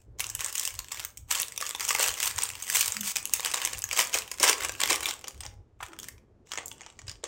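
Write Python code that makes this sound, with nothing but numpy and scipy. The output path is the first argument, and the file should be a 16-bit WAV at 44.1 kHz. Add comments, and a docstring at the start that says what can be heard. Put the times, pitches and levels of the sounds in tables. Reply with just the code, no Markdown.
"""Sharp snaps and crackle of foil: hands crumple and tear open a card wrapper, then rustle it briefly.
One microphone, close to the hands, at a table in a small room. At each squeeze the foil gives way
with a snap, then crackles on: small facets tick brightly, broad panels sound hollow.
Underneath, fingertips rub the pouch and the moving hands bump the table."""
import sys
import numpy as np
from scipy import signal
from scipy.fft import rfft, irfft, next_fast_len
from scipy.io import wavfile
from scipy.ndimage import uniform_filter1d, map_coordinates

SR = 44100
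rng = np.random.default_rng(int(sys.argv[2]) if len(sys.argv) > 2 else 0)


def transcribe(u):
    """Save the signal u as a 16-bit wav file named by the first command-line argument.

    u: samples, shape (n,) or (channels, n), limited to [-1, 1]; the rate is SR.
    q: integer samples, one column per channel.
    """
    v = np.clip(np.atleast_2d(u).T, -1, 1)
    q = np.round(v * 32767).astype(np.int16)
    wavfile.write(sys.argv[1], SR, q)


N = 320607
TIME = np.arange(N) / SR

# Finger squeezes; work sets the crackle's loudness, hollowness its body over its treble.
# give_s, rise_s, hold_s, work_db, hollow_db
SQUEEZES = [(0.196, 0.0073, 0.065, -40, -1), (0.407, .015, 0.088, -36.5, -3),
            (0.553, 0.021, 0.14, -33.5, -7), (0.921, .012, 0.13, -39.5, -3),
            (1.173, 0.0068, 0.0048, -50, -14), (1.3112, 0.011, .095, -29.5, -4),
            (1.612, 0.009, 0.088, -37, -2.5), (1.807, .015, 0.039, -34.5, -3),
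            (1.8877, .03, 0.027, -29, -5.5), (1.9942, 0.028, 0.097, -26.5, -2.5),
            (2.232, 0.05, 0.038, -29, -5.5), (2.3813, 0.0098, 0.094, -35, -2),
            (2.755, 0.068, 0.073, -25, -7.5), (2.878, 0.019, 0.096, -35, -4),
            (3.1602, .004, .015, -33, -2.5), (3.3384, 0.014, .05, -35, -6), (3.458, .03, 0.023, -32, 0.5),
            (3.5383, 0.0037, 0.22, -34.5, 1), (3.9124, 0.011, 0.027, -34, 1.5),
            (3.9903, 0.032, 0.023, -24, -2), (4.141, 0.011, 0.024, -28, -2),
            (4.399, 0.0051, 0.022, -34, -2), (4.43, .012, .07, -21, 0.5), (4.634, 0.039, .015, -33.5, 2.5),
            (4.804, .01, 0.047, -32, 1), (4.903, 0.021, 0.024, -24.5, 0), (5.0315, 0.025, .005, -35.5, 0.5),
            (5.0876, 0.022, .005, -32, 2), (5.2419, 0.0055, 0.042, -48, 8),
            (5.4528, 0.036, 0.017, -45, 4.5), (5.829, 0.016, 0.013, -44.5, 1.5),
            (5.9325, 0.016, 0.011, -53.5, 10.5), (5.989, 0.0019, 0.1, -47.5, -6),
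            (6.5203, .025, 0.019, -41.5, 1), (6.5749, .002, .005, -39.5, 11),
            (6.6587, 0.0019, .03, -45, -32), (6.816, .025, 0.067, -50, 8.5),
            (6.9904, 0.0077, 0.012, -53, 3.5), (7.0805, 0.011, 0.03, -46, 0),
            (7.24, 0.0046, 0.029, -40.5, 4)]


def amp(db):
    """Decibels to gain."""
    return 10 ** (np.asarray(db) / 20)


def unit(x):
    """Scale to rms 1."""
    return x / np.sqrt(np.mean(x ** 2) + 1e-20)


def along(points, hz):
    """Read (frequency_hz, value) points on a log frequency axis."""
    knots_hz, values = np.transpose(points)
    return np.interp(np.log(hz + 1), np.log(knots_hz), values)


def wobble(knots_per_s):
    """A smooth random curve."""
    return map_coordinates(rng.standard_normal(int(N * knots_per_s / SR) + 4), [TIME * knots_per_s])


def noise(colour):
    """Noise of rms 1, coloured by (frequency_hz, gain_db) points."""
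    size = next_fast_len(N)
    gain = amp(along(colour, np.fft.rfftfreq(size, 1 / SR)))
    return unit(irfft(rfft(rng.standard_normal(size)) * gain, size)[:N])


def resonance(hz, centre, q):
    """Power response of one mode."""
    return 1 / (1 + (q * ((hz + 1) / centre - centre / (hz + 1))) ** 2)


def causal(gain, size):
    """Responses with these gains that ring only after they are struck."""
    cepstrum = irfft(np.log(gain))
    cepstrum[:, 1:size // 2] *= 2
    cepstrum[:, size // 2 + 1:] = 0
    return np.exp(rfft(cepstrum))


def clicks(times, energy, gain, decay_s, size):
    """Dying noise bursts, each through its own row of gains and with its own energy."""
    bursts = rng.standard_normal((len(times), size)) * np.exp(-np.arange(size) / SR / decay_s)
    rings = irfft(rfft(bursts) * causal(gain, size))
    rings *= np.sqrt(energy * SR / np.sum(rings ** 2, axis=1))[:, None]
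    at = np.round(np.abs(times) * SR).astype(int)[:, None] + np.arange(size)
    return np.bincount(at.ravel(), rings.ravel(), N)[:N]


def room_air(level_db=-71):
    """The still air of the room, a faint low wash."""
    # Spectrum of the air: frequency_hz, gain_db
    colour = [(40, 3.5), (100, 7), (170, -3), (450, 1), (1000, -9.5), (4000, -25), (7000, -26.5),
              (15000, -49.5)]
    return amp(level_db) * noise(colour)


def room(dry, wet_db=-10, bounce_db=-19, bounce_s=0.0062, build_s=0.00073):
    """Direct sound, one bounce off a near surface, and a short tail that changes as the hands move."""
    # Decay of the small room: frequency_hz, t60_s
    decay = [(200, 0.86), (2000, 0.3), (15000, .22)]
    wet = np.zeros(N)
    moments = np.linspace(0, TIME[-1], 8)
    for moment in moments:
        hz, t, spectrum = signal.stft(rng.standard_normal(SR // 2), SR, nperseg=256)
        tail = signal.istft(spectrum * amp(-60 * t / along(decay, hz)[:, None]), SR, nperseg=256)[1]
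        tail *= 1 - np.exp(-np.arange(len(tail)) / SR / build_s)
        crossfade = np.sqrt(np.clip(1 - np.abs(TIME - moment) / moments[1], 0, 1))
        wet += signal.oaconvolve(dry * crossfade, tail / np.linalg.norm(tail))[:N]
    bounce = np.pad(dry, (int(bounce_s * SR), 0))[:N]
    return dry + amp(bounce_db) * bounce + amp(wet_db) * wet


def table_bumps(width_s=0.067, rest_db=-61, lumps_db=3):
    """Each bump of the hands swells a dull, lumpy rumble in the table."""
    # The firmest bumps: middle_s, level_db
    bumps = [(.12, -50), (.35, -53), (.79, -49.5), (1.25, -51), (2.02, -58), (2.33, -47.5), (2.46, -56),
             (2.86, -55), (3.81, -49), (4.73, -50), (4.94, -52), (5.44, -47), (5.55, -49), (7.11, -51)]
    # Spectrum of the table's rumble: frequency_hz, gain_db
    colour = [(20, -17), (40, -2.5), (65, 0.5), (110, 0), (165, -23.5), (900, -66.5)]
    swells = sum(amp(db) ** 2 * np.exp(-((TIME - middle) / width_s) ** 2) for middle, db in bumps)
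    rumble = unit(noise(colour) * amp(lumps_db * wobble(20)))
    return np.sqrt(amp(rest_db) ** 2 + swells) * rumble


def fingers(level_db=-69, uneven_db=4, rough_db=2):
    """Fingertips keep rubbing softly and unevenly."""
    # Spectrum of skin on the pouch: frequency_hz, gain_db
    colour = [(60, -14), (130, 0), (220, 0), (420, -2), (700, -14), (1500, -27.5), (5000, -71)]
    return noise(colour) * amp(level_db + uneven_db * wobble(5.8) + rough_db * wobble(45))


def low_tones(waver=0.0414, sag=0.1, flutter_db=4.5):
    """Short, soft low tones that waver, sag and fade."""
    # Tones heard during the handling: start_s, length_s, pitch_hz, level_db
    tones = [(2.947, 0.17, 204.7, -46.5), (5.882, 0.091, 326, -51.5)]
    out = np.zeros(N)
    drift = 1 + waver * wobble(140)
    for start, length, hz, db in tones:
        done = np.clip((TIME - start) / length, 0, 1)
        pitch = hz * drift * (1 + sag * (.5 - done))
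        envelope = amp(db) * np.sin(np.pi * done ** 0.63)
        out += envelope * np.sqrt(2) * np.sin(2 * np.pi * np.cumsum(pitch) / SR)
    return out * amp(flutter_db * wobble(160))


def work(times, sag_db_per_s=30, release_db_per_s=290, grip_hollow_db=-2):
    """Work and hollowness in dB: each squeeze builds up, eases and lets go, on top of the grip."""
    # The grip that keeps the foil stirring between squeezes: time_s, work_db
    grip = [(0, -62), (.18, -72), (.21, -49), (.65, -48), (1.03, -54), (1.13, -66), (1.27, -68),
            (1.35, -47), (1.75, -49), (2.2, -41), (2.6, -46), (3.29, -49), (3.5, -40), (3.8, -50),
            (5.05, -46), (5.2, -55.5), (5.6, -67), (6.45, -68.5), (6.7, -59), (7.2, -68)]
    give, rise, hold, db, hollow_db = np.transpose(SQUEEZES)[:, :, None]
    age = times - give
    fade_db = 10 * np.maximum(-age, 0) / rise
    fade_db += sag_db_per_s * np.maximum(age, 0) + release_db_per_s * np.maximum(age - hold, 0)
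    squeeze_power = amp(db - np.minimum(fade_db, 100)) ** 2
    grip_power = amp(np.interp(times, *np.transpose(grip))) ** 2
    power = grip_power + squeeze_power.sum(axis=0)
    mean_hollow_db = (grip_power * grip_hollow_db + (squeeze_power * hollow_db).sum(axis=0)) / power
    return 10 * np.log10(power), mean_hollow_db


def work_curve():
    """The work of the hands in dB at every sample."""
    return np.interp(TIME, TIME[::32], work(TIME[::32])[0])


def motion(work_db, rest_db=-66, busy_db=-31):
    """How fast the foil moves: near 0 at rest, 1 in busy crumpling."""
    return np.clip((work_db - rest_db) / (busy_db - rest_db), .001, 1.5)


def foil_colour(hollow_db, times, hz, dulling_s=(5.9, 7)):
    """Gains for each moment: broad panels sound lower than small facets; the late rustle is duller."""
    # Spectrum of the foil close up: frequency_hz, gain_db
    foil = [(120, -29.5), (300, -12.5), (490, -4), (720, -7), (1080, 0), (1380, -4.5), (1900, -2),
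            (3000, -0.5), (4100, -8), (6400, -2.5), (8300, -3), (10000, -15), (13000, -13), (15400, -11.5)]
    # What one dB of hollowness adds: frequency_hz, gain_db
    hollow = [(400, 1.5), (1000, 1.17), (3000, 0.43), (5500, 0), (13000, -0.67)]
    # The late, quiet rustle loses its highest treble: frequency_hz, gain_db
    late_dullness = [(1300, 1), (2600, 1), (7000, 4.5), (12000, -10.5)]
    dulling_db = np.interp(times, dulling_s, [0, 1])[:, None] * along(late_dullness, hz)
    return amp(along(foil, hz) + hollow_db[:, None] * along(hollow, hz) + dulling_db)


def buckle(times, energy, hollow_db, decay_s, ring_db, q, size=640):
    """Each facet flips and rings with four modes of its own; broad ones take longer."""
    hz = np.fft.rfftfreq(size, 1 / SR)
    pitches_hz = 700 * 16 ** rng.random((len(times), 4, 1))
    modes = np.sqrt(1 + amp(ring_db) ** 2 * resonance(hz, pitches_hz, q).sum(axis=1))
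    decays_s = decay_s * amp(.1 * hollow_db + 4.2 * rng.standard_normal(len(times)))
    return clicks(times, energy, foil_colour(hollow_db, times, hz) * modes, decays_s[:, None], size)


def slide(offset_db=-7, rough_db=4, patchy_db=4):
    """Foil slides over foil and cards with a rough hiss whose resonances shift as the pouch bends."""
    hz, t, spectrum = signal.stft(rng.standard_normal(N), SR, nperseg=512)
    patches = uniform_filter1d(rng.standard_normal(spectrum.shape), size=4, axis=0)
    patches = unit(uniform_filter1d(patches, size=7, axis=1))
    gain = foil_colour(work(t)[1], t, hz).T * amp(patchy_db * patches)
    hiss = signal.istft(spectrum * gain / np.linalg.norm(gain, axis=0), SR, nperseg=512)[1][:N]
    work_db = work_curve()
    sliding = np.tanh(10 * motion(work_db))  # the hiss dies away when the hands rest
    return sliding * unit(hiss) * amp(work_db + offset_db + rough_db * wobble(260))


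def flaps(span_s=0.0033, size=4096):
    """Whole faces of the pouch pop over, each with one broad low resonance."""
    # Pops, with their level taken over span_s: start_s, level_db, pitch_hz
    pops = [(1.608, -40.5, 560), (1.997, -30, 510.3), (3.994, -35, 470), (4.151, -33, 437),
            (4.405, -30, 461), (4.441, -35, 370.6), (4.493, -27.5, 432.5), (4.911, -29, 315.9),
            (5.804, -35, 1150), (5.826, -32.5, 1037), (6.574, -48.5, 534), (7.236, -32.5, 475)]
    times, db, pitch_hz = np.transpose(pops)
    gain = resonance(np.fft.rfftfreq(size, 1 / SR), pitch_hz[:, None], q=1.8)
    return clicks(times, span_s * amp(db) ** 2, gain, decay_s=0.005, size=size)


def crackle(busy_per_s=600, spread_db=6.5, offset_db=-2.5):
    """Small buckles at uneven moments: harder work makes them denser and louder."""
    rate = busy_per_s * motion(work_curve()) ** 2
    count = np.cumsum(rate) / SR
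    jitter, chance = rng.random((int(count[-1]), 2)).T
    times = np.interp(np.arange(len(jitter)) + 2 * jitter, count, TIME)
    sizes = unit(amp(spread_db * np.minimum(-np.log(1 - chance), 3)))  # many small, few large
    work_db, hollow_db = work(times)
    energy = (sizes * amp(work_db + offset_db)) ** 2 / busy_per_s
    return buckle(times, energy, hollow_db, decay_s=.0011, ring_db=11, q=22)


def rip(start_s=3.03, length_s=.095, per_s=1800, level_db=-33, spread_db=5, hollow_db=-8.5):
    """The seam parts in a dense run of tiny buckles that swells and fades."""
    count = int(per_s * length_s)
    jitter, scatter = rng.standard_normal((count, 2)).T
    done = np.clip((np.arange(count) + jitter / 2) / count, 0, 1)
    energy = np.sin(np.pi * done) * amp(level_db + spread_db * scatter) ** 2 / per_s
    return buckle(start_s + length_s * done, energy, np.full(count, hollow_db), .001, ring_db=8, q=10)


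def ticks(per_s=24, scatter_db=4, bright_db=3, span_s=.004):
    """Middling facets flip now and then while the foil moves, and stand above the crackle."""
    jitter, scatter = rng.random((int(per_s * TIME[-1]), 2)).T
    times = (np.arange(len(jitter)) + jitter) / per_s
    work_db, hollow_db = work(times)
    level_db = np.minimum(work_db + 8, -25) + scatter_db * scatter
    sizes = np.tanh(4 * motion(work_db)) * amp(level_db)
    return buckle(times, span_s * sizes ** 2, hollow_db - bright_db, decay_s=.0012, ring_db=8, q=5.5)


def snaps(soften_db_per_s=187, bright_db=3, span_s=.004):
    """The large buckles: the foil gives way once at each squeeze, and stiff creases let go in between."""
    # Creases letting go, with their level taken over span_s: start_s, level_db, hollow_db
    creases = [(0.2034, -22, -7.5), (0.2996, -29, -12), (.351, -25.5, -14), (0.4486, -32.5, 0),
               (0.607, -42, 2), (0.7904, -27, -10.5), (0.9195, -34.5, -9), (1.0493, -26.5, -25),
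               (1.418, -21.5, -27), (1.577, -26, -6), (1.625, -27, 0.5), (1.7489, -28, 3),
               (1.9064, -19, -1.5), (1.9503, -20, -3), (2.028, -20.5, -28), (2.4346, -19.5, -11.5),
               (2.7687, -20, -7.5), (2.809, -18, -13), (3.0087, -25.5, -16), (3.2546, -24.5, -9),
               (3.3367, -14.5, -20.5), (3.3958, -29, 8), (3.65, -19, -9.5), (3.79, -31.5, -24),
               (3.8204, -30.5, -7), (3.8399, -23, -8.5), (3.9923, -17.5, -2), (4.1505, -27.5, 1.5),
               (4.315, -28, -1.5), (4.4403, -16, 0), (4.4953, -15.5, -3.5), (4.6942, -26.5, 5),
               (4.8355, -17.5, 1.5), (5.0572, -21, -7.5), (5.2812, -30.5, -4.5), (5.4059, -33.5, -3),
               (5.999, -37, -12), (6.0852, -33.5, -8), (6.18, -55.5, 1), (6.5359, -32.5, 2),
               (6.715, -37.5, 1), (7.1148, -39, -9)]
    # A harder, quicker squeeze snaps louder; the snap is brighter than the crackle that follows.
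    gives = [(give, 4.5 + 0.82 * work_db - soften_db_per_s * rise, hollow_db - bright_db)
             for give, rise, _, work_db, hollow_db in SQUEEZES]
    times, db, hollow_db = np.transpose(gives + creases)
    return buckle(times, span_s * amp(db) ** 2, hollow_db, decay_s=.0022, ring_db=12, q=16)


def scene():
    """The wrapper close up in its room; both channels carry the same microphone."""
    foil = snaps() + ticks() + rip() + crackle() + slide() + flaps()
    mono = room(foil) + low_tones() + fingers() + table_bumps() + room_air()
    return np.array([mono, mono])


def record(dry, top_hz=16000, edge_hz=300):
    """The recorder keeps nothing above its band limit."""
    size = next_fast_len(N + SR // 2)
    passband = np.clip((top_hz - np.fft.rfftfreq(size, 1 / SR)) / edge_hz + .5, 0, 1)
    return irfft(rfft(dry, size) * passband, size)[:, :N]


dry = scene()
out = record(dry)
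transcribe(out)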